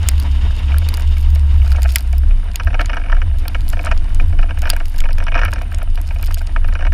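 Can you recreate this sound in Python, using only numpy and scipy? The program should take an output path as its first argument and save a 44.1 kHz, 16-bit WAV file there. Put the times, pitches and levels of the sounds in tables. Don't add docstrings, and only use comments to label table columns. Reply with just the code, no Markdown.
import sys
import numpy as np
from scipy import signal
from scipy.fft import rfft, irfft, next_fast_len
from scipy.io import wavfile
from scipy.ndimage import uniform_filter1d, map_coordinates

SR = 44100
rng = np.random.default_rng(int(sys.argv[2]) if len(sys.argv) > 2 else 0)


def invert_db(level):
    return 10 ** (np.asarray(level, dtype=float) / 20)


def int16_out(signal):
    q = np.round(np.clip(np.atleast_2d(signal).T, -1, 1) * 32767)
    wavfile.write(sys.argv[1], SR, q.astype(np.int16))


N = 305613

# start_s, peak_db, bright_db
CRUST_CRACKS = [(0.058, -21, 0), (0.0878, -20, -2), (0.4956, -30, -2), (.5061, -25.5, -8), (0.683, -24, 6),
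                (0.719, -19, 4), (0.7422, -18, 0), (0.7652, -21.5, -1), (.8182, -16.5, -1), (.864, -22, 4),
                (0.886, -22, 6), (.9224, -39, 3), (0.975, -19.5, -0.5), (.9955, -17, 2), (1.0208, -34, 2),
                (1.1675, -22, 5), (1.358, -20.5, -0.5), (1.6177, -24, 9), (1.718, -18, -2), (1.75, -22, -2),
                (1.7592, -16.5, 7.5), (1.7837, -29.5, -15), (1.8184, -30, 5), (1.8995, -29, 7),
                (1.9592, -12, -2.5), (2.1297, -21, -1), (2.234, -27, -1), (2.308, -23, 0),
                (2.4302, -36, -11), (2.5429, -21, 3)]
# first_s, last_s, slip_count, peak_db
SLIP_RUNS = [(2.598, 2.7434, 3, -9), (2.793, 2.8086, 2, -6.5), (2.846, 2.86, 2, -23),
             (2.895, 2.968, 3, -7.5), (2.917, 2.997, 3, -20.5), (3.014, 3.084, 4, -20),
             (3.147, 3.167, 2, -17), (3.453, 3.478, 2, -17.5), (3.7308, 3.854, 3, -12.5),
             (3.769, 3.91, 3, -16.5), (4.3887, 4.4282, 2, -11.5), (4.573, 4.636, 2, -17),
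             (4.6548, 4.6705, 2, -9), (4.698, 4.7633, 3, -12.5), (4.942, 4.985, 2, -22.5),
             (5.039, 5.054, 2, -14), (5.088, 5.106, 2, -15), (5.181, 5.224, 3, -14.5),
             (5.267, 5.2815, 2, -10.5), (5.377, 5.3898, 2, -6.5), (5.415, 5.451, 3, -5),
             (5.481, 5.528, 2, -11.5), (5.559, 5.613, 2, -13), (5.719, 5.739, 2, -21),
             (5.786, 5.8, 2, -23.5), (6.16, 6.194, 2, -20), (6.23, 6.308, 2, -16.5),
             (6.644, 6.725, 3, -14.5), (6.791, 6.824, 3, -15.5), (6.85, 6.867, 2, -10.5)]
# start_s, peak_db
SNOW_BLOCKS = [(2.7038, -19), (2.73, -19), (2.78, -29), (2.884, -26), (3.0976, -15), (3.1195, -7.5),
               (3.217, -12.5), (3.547, -8), (3.868, -8.5), (3.8761, -17), (3.914, -4.5), (4.1023, -24.5),
               (4.198, -11), (4.326, -19), (4.458, -26), (4.4922, -15.5), (4.508, -13.5), (4.802, -13.5),
               (5.3189, -12.5), (5.343, -7), (5.3523, -2.5), (5.5817, -16), (5.8173, -14), (5.9748, -16.5),
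               (6.107, -17), (6.281, -21.5), (6.369, -21), (6.562, -11), (6.752, -10), (6.921, -12.5)]
# pitch_hz, width_hz, level_db
ARCH_MODES = [(493.4, 44, -2), (687, 72, 3), (918.4, 45, -6), (1315, 144, -5), (1614, 133, -3),
              (1817, 143, -7), (2244, 69, -6), (2467, 87, -5.5), (2914.5, 170, -12), (4320, 100, -31),
              (5050, 260, -27), (5780, 180, -23.5)]
# pitch_hz, width_hz, level_db
TYRE_MODES = [(233, 14, -6.5), (295.3, 65, -0.5)]

# start_s, peak_db, panel_share_db, bright_db
ICE_CHIPS = [(0.0874, 4, -20.5, -0.5), (0.1994, -18, -10, 11), (0.7837, -24, -4.5, 22.5),
             (0.8883, -14, -7, 11), (0.9407, -21, 0, 15.5), (1.7185, -23, -5, 9), (1.82, -17.5, -8, 8),
             (1.831, -11.5, -12.5, 3), (1.9586, 4.5, -11.5, 7), (1.9592, -5, -9, -8),
             (1.984, -13.5, -10.5, 7), (2.5579, -7, -12.5, 4), (2.814, -17, -5.5, 1),
             (2.8585, -15.5, -7, 0), (3.481, -17, -5, 16), (3.7012, -16.5, -12, 6), (3.8483, -12, -20, -8),
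             (4.147, -17.5, -23, 1), (4.619, -16, -10.5, 6), (4.7011, -0.5, -9, 12),
             (4.7654, -16.5, -34, 6), (4.9823, -18.5, -21, 7), (5.0044, -12, -8, 1),
             (5.4504, -21.5, -7, 12.5), (5.5354, -10.5, -17, -1), (5.746, -15, -13, -26),
             (5.83, -22, -23, 11), (6.015, -24.5, -15, 14.5), (6.2466, -23, -12, 6),
             (6.3436, -9.5, -15, 10)]
# start_s, peak_db, bright_db
PANEL_GRIT = [(0.0306, -28, -12), (0.0743, -33, 8), (0.1056, -36, -14), (0.1151, -35, 6),
              (0.18, -26.5, -3), (0.2241, -37, 3), (0.2334, -33, 1), (0.5652, -31.5, -7),
              (0.5924, -42, 12), (0.9471, -24, -10), (0.9718, -25.5, 8), (0.9972, -30, 7),
              (1.0066, -31, 4), (1.0219, -29, -6), (1.0762, -32, -2), (1.091, -45, 11),
              (1.1127, -41, 10), (1.1716, -43, 13), (1.1825, -32, 6), (1.1954, -42, 17),
              (1.2052, -36, 2), (1.2115, -40, 15), (1.228, -35, 9), (1.3032, -30.5, 5), (1.3387, -49, 9),
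              (1.351, -32, 11), (1.3561, -29, -2), (1.3951, -31.5, -5), (1.63, -38, 4), (1.6597, -32, 0),
              (1.6771, -28, 1), (1.7067, -32, 0), (1.7261, -28, 4), (1.7647, -31, -20), (1.8088, -46, 5),
              (1.842, -29, 2), (1.8755, -37, 6), (1.8829, -32, 0), (1.8912, -26, -12), (1.8953, -29, -1),
              (1.9003, -29, 7), (1.9054, -27, -3), (1.9183, -30, -3), (1.9222, -30, 15), (1.938, -33, 1),
              (1.95, -27, -4), (1.9749, -44, 10), (1.992, -31, 4), (2.0072, -30, 9), (2.0261, -40, 13),
              (2.516, -34, -25), (2.076, -35, -5), (2.1105, -43, 4), (2.1285, -27.5, -2),
                (2.1818, -30.5, 12), (2.3981, -40, -13), (2.4422, -46, 11), (2.5358, -39, 4),
                (2.5693, -46, 8), (2.6347, -31, -2), (2.6471, -41, 14), (2.8066, -30, -6), (2.9453, -40, 8),
                (2.969, -35, -27), (3.3857, -31.5, 4), (3.3949, -34, 2), (3.4008, -40, -3),
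                (3.5344, -42, 7), (3.5495, -32, -8), (3.6075, -30, 1), (3.616, -37, -4), (3.681, -27, -4),
                (3.6896, -36, 22), (3.696, -33, 10), (3.7141, -35, 1), (3.7295, -45, 1), (3.7804, -44, 7),
                (3.812, -35, -7), (3.8316, -38, 9), (3.86, -21.5, -15), (3.915, -28, -30),
                (3.9763, -28.5, -8), (4.043, -37, -6), (4.093, -50, 14), (4.1554, -42, -1),
                (4.2112, -40, 5), (4.2217, -41, 5), (4.2829, -41, 10), (4.2974, -37, -7), (4.4134, -39, 0),
                (4.5881, -31, 4), (4.592, -28, 2), (4.6283, -44, 16), (4.649, -42, 5), (4.673, -37, 8),
                (4.687, -42, -9), (4.6944, -24, 1), (4.7124, -47, -6), (4.735, -26, -13), (4.75, -44, -6),
              (4.771, -44, 1), (4.799, -34.5, -9), (4.8561, -27, 2), (4.883, -37, 15),
                  (4.8982, -45, 21), (4.9411, -39, 5), (4.9462, -42, 0), (4.962, -35, 6), (4.9869, -27, 5),
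                  (5.13, -29.5, 5.5), (5.184, -30.5, 4), (5.2397, -29, -10), (5.3561, -46, -27),
                  (5.3944, -32, -4), (5.4182, -40, -28), (5.509, -40, 10), (5.5179, -33, 5),
                  (5.5899, -37, 2), (5.6194, -33, 4), (5.6789, -48, 14), (5.716, -38, 4), (5.726, -37, 9),
                  (5.785, -32, 8), (5.901, -39.5, -11), (5.9475, -37, 2), (5.9564, -31.5, 5),
                  (6.0763, -32, -5), (6.0891, -34, -6), (6.126, -40, 2), (6.1468, -38, 10),
                  (6.1862, -37, 1), (6.212, -37, 4), (6.2272, -29, 13), (6.2402, -32, 5), (6.26, -33, 14),
                  (6.2666, -29, -9), (6.273, -28, -2), (6.312, -33, 5), (6.3237, -30, -5),
                  (6.3372, -47, 22), (6.3754, -31, -14), (6.3824, -28, -2), (6.387, -31, -1),
                  (6.3927, -29, -3), (6.4175, -35, 5), (6.4676, -35, -4), (6.471, -27.5, -16),
                  (6.6794, -38.5, 10), (6.6872, -45, 13), (6.737, -31, -17)]
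# pitch_hz, width_hz, level_db
PANEL_MODES = [(2040, 330, -5), (2940, 1000, -4), (4350, 510, -3.5), (4800, 110, 2), (5350, 260, -2.5)]
# pitch_hz, width_hz, level_db
SKIN_MODES = [(6710, 740, -1), (8790, 790, -3), (10530, 590, -6.5)]
# pitch_hz, width_hz, level_db
EDGE_MODES = [(11260, 3400, -8.5), (15800, 2700, -12)]

# pitch_hz, level_db (per Hz)
DRONE_SPECTRUM = [(95, 6.5), (125, -3), (151, 2.5), (170, -6), (213, 1), (250, -6.5), (295, -2),
                  (340, -12.5), (380, -28.5), (450, -14.5)]
# start_s, drone_db
ROAD_ROUGHNESS = [(0.0, -35), (0.04, -45.5), (0.21, -37), (1.79, -44), (2.41, -41), (2.45, -47.5),
                  (2.76, -39.5), (3.24, -45), (3.9, -39.5), (4.15, -43), (4.21, -37.5), (4.9, -45.5),
                  (5.34, -40.5), (6.5, -45.5), (6.56, -40.5), (6.77, -40), (6.89, -46), (6.93, -32)]
# pitch_hz, level_db (per Hz)
TREAD_SPECTRUM = [(240, -10), (400, -2), (570, -4), (684, -1), (821, -3.5), (918, 2.5), (1100, -2.5),
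                  (2240, -5), (2910, -8.5), (3290, -13), (3750, -9.5), (4500, -22.5), (5850, -19.5),
                  (9900, -120)]
# start_s, rolling_db
ROLLING_PACE = [
    (0, -0.5),
    (.9, -1),
    (1.5, -4),
    (2.4, -8),
    (6.93, -9),
]
# middle_s, half_length_s, peak_db
SNOW_PATCHES = [(1.5, .25, -51), (1.77, 0.064, -31), (1.9, 0.086, -36.5), (2.78, 0.022, -30.5),
                (2.95, 0.048, -30), (3.15, 0.48, -39.5), (3.89, 0.045, -27), (4.21, 0.04, -39),
                (4.65, 0.088, -31.5), (4.44, 0.05, -42), (5.07, 0.057, -47), (5.41, 0.12, -33.5),
                (5.8, 0.25, -42.5), (6.27, 0.17, -38.5), (6.8, 0.16, -38)]
# middle_s, half_length_s, peak_db
POWDER_SPRAYS = [
    (0, 0.24, -61),
    (.9, 0.71, -63.5),
    (1.68, 0.032, -57),
    (1.93, 0.057, -50),
    (3.68, 0.15, -62.5),
    (4.21, 0.15, -69),
    (4.91, 0.21, -65.5),
    (6.11, 0.051, -63),
    (6.25, 0.032, -67),
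    (6.37, 0.11, -65),
]
# pitch_hz, level_db (per Hz)
POWDER_SPECTRUM = [(2000, -37), (4500, 6), (6000, -2.5), (9000, -5.5), (12000, -5), (14500, -10),
                   (15300, -12)]
# pitch_hz, width_hz, level_db
ENGINE_BAY_MODES = [(2894, 550, 5), (3700, 177, 6.5), (4650, 1540, -2), (5430, 130, -5.5),
                    (6650, 340, -7.5)]
# pitch_hz, width_hz, level_db
IDLE_MODES = [(2965, 124.3, -1), (3670, 300, -5.5), (6800, 360, -11)]

# start_s, pitch_hz
SWAY_CURVE = [(0, 27.9), (3, 28.52), (3.4, 24.43), (5.3, 22.46), (5.45, 28.36), (6.2, 25.84), (6.93, 24.93)]
# start_s, pitch_hz
BOOM_CURVE = [(0, 70.3), (.45, 67.14), (.72, 69.9), (.84, 79), (1.0, 71.96), (1.5, 72), (2.02, 63.36),
              (2.18, 68.67), (2.4, 64.8), (3.1, 70.93)]
# start_s, drift_share
BOOM_WANDER = [(0, 0.04), (1, 0.025), (2.3, .03), (2.6, 0.1007), (6.93, 0.089)]
# middle_s, half_length_s, peak_db
ROAD_RUTS = [(.03, 0.25, -35), (.42, 0.18, -13.5), (.9, 0.074, -19), (1.15, 0.11, -15.5),
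             (1.6, 0.39, -13.5), (2.35, 0.063, -12.5), (2.72, 0.07, -10.5), (3.17, 0.22, -12.5),
             (3.58, 0.13, -14), (3.92, 0.044, -7.5), (4.16, 0.17, -11.5), (4.42, 0.15, -14),
             (4.8, 0.095, -16.5), (5.05, 0.12, -12.5), (5.28, 0.16, -9), (5.77, 0.055, -26),
             (5.9, 0.019, -9), (6.05, 0.1, -27), (6.26, 0.092, -21), (6.7, 0.5, -12), (6.92, 0.072, -12.5)]
# middle_s, half_length_s, peak_db
SNOW_RIDGES = [(.1, 0.16, -8), (.39, 0.088, -9.5), (.76, 0.11, -6.5), (1.08, 0.037, -12.5),
               (1.42, 0.34, -6.5), (1.87, 0.089, -12.5), (2.19, 0.11, -5.5), (2.62, 0.2, -22.5),
               (3.32, 0.15, -14), (3.9, 0.087, -16), (4.15, 0.018, -19), (4.3, 0.062, -14.5),
               (4.59, 0.13, -15.5), (5, 0.038, -18), (5.19, 0.046, -19), (5.48, 0.09, -15.5),
               (5.77, 0.018, -13), (5.9, 0.025, -20), (6.15, 0.22, -22), (6.73, 0.21, -16.5)]
# pitch_hz, level_db (per Hz)
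SHUDDER_SPECTRUM = [(8, -52), (18, -18), (36, -0.5), (46, 1), (62, -0.5), (88, -0.5), (100, -19.5),
                    (125, -38)]

# start_s, pitch_hz, level_db
FRAME_LOAD = [
    (0, 9950, -62),
    (.008, 9660, -55),
    (.018, 8950, -55),
    (.026, 8840, -55),
]
BUSY_FRAMES = [1, 5, 8, 11, 15, 19, 21, 25, 29, 32, 35, 39, 43, 46, 49, 53, 57, 60, 63, 67, 71, 73, 77, 80,
               81, 85, 88, 91, 95, 99, 102, 106, 110, 112, 116, 121, 124, 127, 131, 135, 138, 141, 145, 149,
               151, 155, 159, 163, 165, 169]
# pitch_hz, level_db
MIC_RESPONSE = [(8, 0.5), (14600, -0.5), (15300, -5), (16400, -26), (16500, -62)]


def unit(x):
    return x / np.sqrt(np.mean(x ** 2) + 1e-20)


def noise():
    return rng.standard_normal(N)


def curves(rows):
    s, *cols = np.transpose(rows)
    return [np.interp(np.arange(N) / SR, s, c) for c in cols]


def wobble(rate):
    knots = rng.standard_normal(int(N * 400 / SR) + 4)
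    return map_coordinates(knots, [np.arange(N) * min(rate, 400) / SR])


def swells(rows, floor_db, round_top=1):
    t = np.arange(N) / SR
    peaks = sum(invert_db(db - 7 * (np.abs(t - s) / half) ** round_top) for s, half, db in rows)
    return 20 * np.log10(invert_db(floor_db) + peaks)


def filtered(x, response):
    m = next_fast_len(N + SR // 2)
    return irfft(rfft(x, m) * response(np.fft.rfftfreq(m, 1 / SR)), m)[:N]


def shaped(x, spectrum):
    f, db = np.transpose(spectrum)
    return filtered(x, lambda hz: invert_db(np.interp(np.log(hz + 1), np.log(f + 1), db, -120, -120)))


def coloured(x, spectrum):
    return unit(shaped(x, spectrum))


def resonant(x, modes):
    def response(f):
        return sum((-1) ** k * invert_db(db) * 1j * f * w / (c * c - f * f + 1j * f * w)
                   for k, (c, w, db) in enumerate(modes))
    return filtered(x, response)


def muffled(hz):
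    return 1 / (1 + 1j * (hz / 6450) ** 5) ** 2


def bursts(times, dbs, t60s, rise, rough_db, count=40, fall=1):
    t = np.arange(60 * count) / SR
    shape = (1 - np.exp(-t / rise)) * invert_db(-60 * (t / t60s[:, None]) ** fall)
    cracks = np.repeat(rng.standard_normal((len(times), count)), 60, axis=1)
    rows = shape * invert_db(rough_db * cracks) * rng.standard_normal(shape.shape)
    energy = np.linalg.norm(shape, axis=1, keepdims=True) / np.linalg.norm(rows, axis=1, keepdims=True)
    rows *= invert_db(dbs[:, None]) * energy
    at = np.round(times * SR).astype(int)[:, None] + np.arange(len(t))
    return np.bincount(at.ravel(), rows.ravel(), N + len(t))[:N]


def crunch():
    slips = [(s, db, 0) for first, last, count, db in SLIP_RUNS
             for s in np.linspace(first, last, round(count))]
    blocks = [(s, db, 0) for s, db in SNOW_BLOCKS]
    s, db, bright_db = np.transpose(CRUST_CRACKS + slips + blocks)
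    t60 = 0.025 * invert_db(0.29 * (db + 18.5))
    icy = np.abs(s[:, None] - np.transpose(ICE_CHIPS)[0]).min(axis=1) < .003
    low_db = -14 - 0.45 * (db + 25.5) - 12 * icy
    colour_db = 1.04 * rng.standard_normal((len(s), 4)) + np.outer(bright_db, [-1, 1, 1, -1])

    def upper(part_db):
        crack = bursts(s - .0006, part_db + 13.5, np.full(len(s), .009), rise=0.0001, rough_db=0.0, count=8)
        return bursts(s - .0008, part_db + 8.5, t60, rise=0.00049, rough_db=5.0, fall=1.324) + crack

    parts = [ARCH_MODES[2:6], ARCH_MODES[6:9], ARCH_MODES[9:]]
    rings = sum(resonant(upper(db + colour_db[:, k]), modes) for k, modes in enumerate(parts))
    lower_db = db + low_db + 24.5 + colour_db[:, 3]
    lower = bursts(s, lower_db, 1.145 * t60, rise=0.0021, rough_db=6.5, fall=1.43)
    thud = resonant(resonant(lower, TYRE_MODES), TYRE_MODES)
    return filtered(rings + resonant(lower, ARCH_MODES[:2]), muffled) + invert_db(-3.0) * thud


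def chips():
    grit = [(s, db + 5.5, -9, bright_db + 3)
            for s, db, bright_db in PANEL_GRIT]
    s, db, body_db, edge_db = np.transpose(ICE_CHIPS + grit)
    t60 = 0.0056 * invert_db(0.08 * (db + 40.5))

    def tick(level_db):
        return bursts(s - .0003, level_db, t60, rise=.00005, rough_db=2.5, count=10)

    def stiff(hz):
        return 1 / (1 - 1j * (1250 / (hz + 1)) ** 2)

    def thin(hz):
        return 1 / (1 - 1j * (8000 / (hz + 1)) ** 3)

    blow, skin, edge = tick(db + body_db + 18.5), tick(db + 2.5), tick(db + edge_db + 0.5)
    n = len(ICE_CHIPS)
    rattle = bursts(s[:n], db[:n] - 11.5, np.full(n, .045), rise=0.0026, rough_db=4.0)
    panel = filtered(resonant(blow + filtered(rattle, muffled), PANEL_MODES), stiff)
    return panel + resonant(skin, SKIN_MODES) + filtered(resonant(edge, EDGE_MODES), thin)


def patter(powder_db):
    density = .008 * np.clip(invert_db(powder_db + 62), .2, 1)

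    def grains():
        size = invert_db(5.0 * wobble(45) + 0.96 * rng.exponential(size=N))
        return size * noise() * (rng.random(N) < density)

    def coarse(hz):
        return 1 / (1 + (hz / 12500) ** 4)

    return 0.51 * grains() + filtered(grains(), coarse) + filtered(grains(), lambda hz: 1 - coarse(hz))


def rolling():
    crumble_db, powder_db = swells(SNOW_PATCHES, -65), swells(POWDER_SPRAYS, -69)
    pace_db, = curves(ROLLING_PACE)
    rough_db, = curves(ROAD_ROUGHNESS)
    lumps = wobble(30)
    drone = coloured(invert_db(1.6 * lumps) * noise(), DRONE_SPECTRUM)
    tread_db = 2.25 * lumps + 0.41 * wobble(7.1) + 1.9 * wobble(150)
    tread = coloured(invert_db(tread_db) * noise(), TREAD_SPECTRUM)
    crumble = unit(resonant(invert_db(5.4 * wobble(70) + 7.5 * wobble(300)) * noise(), ARCH_MODES[1:9]))
    hiss = unit(resonant(resonant(invert_db(3.2 * wobble(60)) * noise(), ENGINE_BAY_MODES), ENGINE_BAY_MODES))
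    idle = unit(resonant(resonant(noise(), IDLE_MODES), IDLE_MODES))
    powder = coloured(0.84 * unit(patter(powder_db)) + 0.62 * noise(), POWDER_SPECTRUM)
    mix = invert_db(rough_db + 1.7) * drone + invert_db(-38.0 + pace_db) * tread
    mix = mix + invert_db(-40.5 + 1.8 * pace_db) * hiss + invert_db(-57.0) * idle
    return mix + filtered(invert_db(crumble_db - 5.5) * crumble, muffled) + invert_db(powder_db + 5.5) * powder


def body():
    def swing(hz, db, drift, flutter_db):
        phase = 2 * np.pi * np.cumsum(hz * (1 + drift * wobble(22))) / SR
        return np.sqrt(2) * invert_db(db + flutter_db * wobble(18)) * np.sin(phase)

    sway_hz, boom_hz, boom_drift = curves(SWAY_CURVE)[0], curves(BOOM_CURVE)[0], curves(BOOM_WANDER)[0]
    sway_db, boom_db = swells(ROAD_RUTS, -31.5), swells(SNOW_RIDGES, -33.5, round_top=1.49)
    shudder = invert_db(-23.0 + 3.1 * wobble(9)) * coloured(noise(), SHUDDER_SPECTRUM)
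    sway = swing(sway_hz, sway_db - 2.5, drift=0.13, flutter_db=3.0)
    boom = swing(boom_hz, boom_db - 5.5, drift=boom_drift, flutter_db=2.03)
    return sway + boom + shudder


def whine():
    frame_s, first_frame_s = .04, .012
    t = np.arange(N) / SR - first_frame_s + frame_s
    frame = (t / frame_s).astype(int)
    start_s, pitch_hz, level_db = np.transpose(FRAME_LOAD)
    step = np.searchsorted(start_s, t % frame_s, "right") - 1
    busy = np.isin(frame, BUSY_FRAMES) & (step > 1)
    pitch = np.where(busy, 9320 + 130 * wobble(250), pitch_hz[step]) + 90 * wobble(300)
    pitch = uniform_filter1d(pitch, size=40)
    level = invert_db(level_db[step] + 0.72 * wobble(360) - 3.5)
    main_rail = np.sqrt(2) * level * np.sin(2 * np.pi * np.cumsum(pitch) / SR)
    second_rail = invert_db(-60.5) * (step == 0) * np.sin(2 * np.pi * 8550 * t + 1.3 * wobble(450))
    return main_rail + second_rail


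def scene():
    return (crunch() + chips() + rolling() + body() + whine())[None]


def band_limit(x):
    return signal.sosfilt(signal.butter(12, 16470, fs=SR, output="sos"), x)


def record(dry):
    mix = np.clip([shaped(dry[0], MIC_RESPONSE)], -1, 1)
    return band_limit(mix)


dry = scene()
out = record(dry)
int16_out(out)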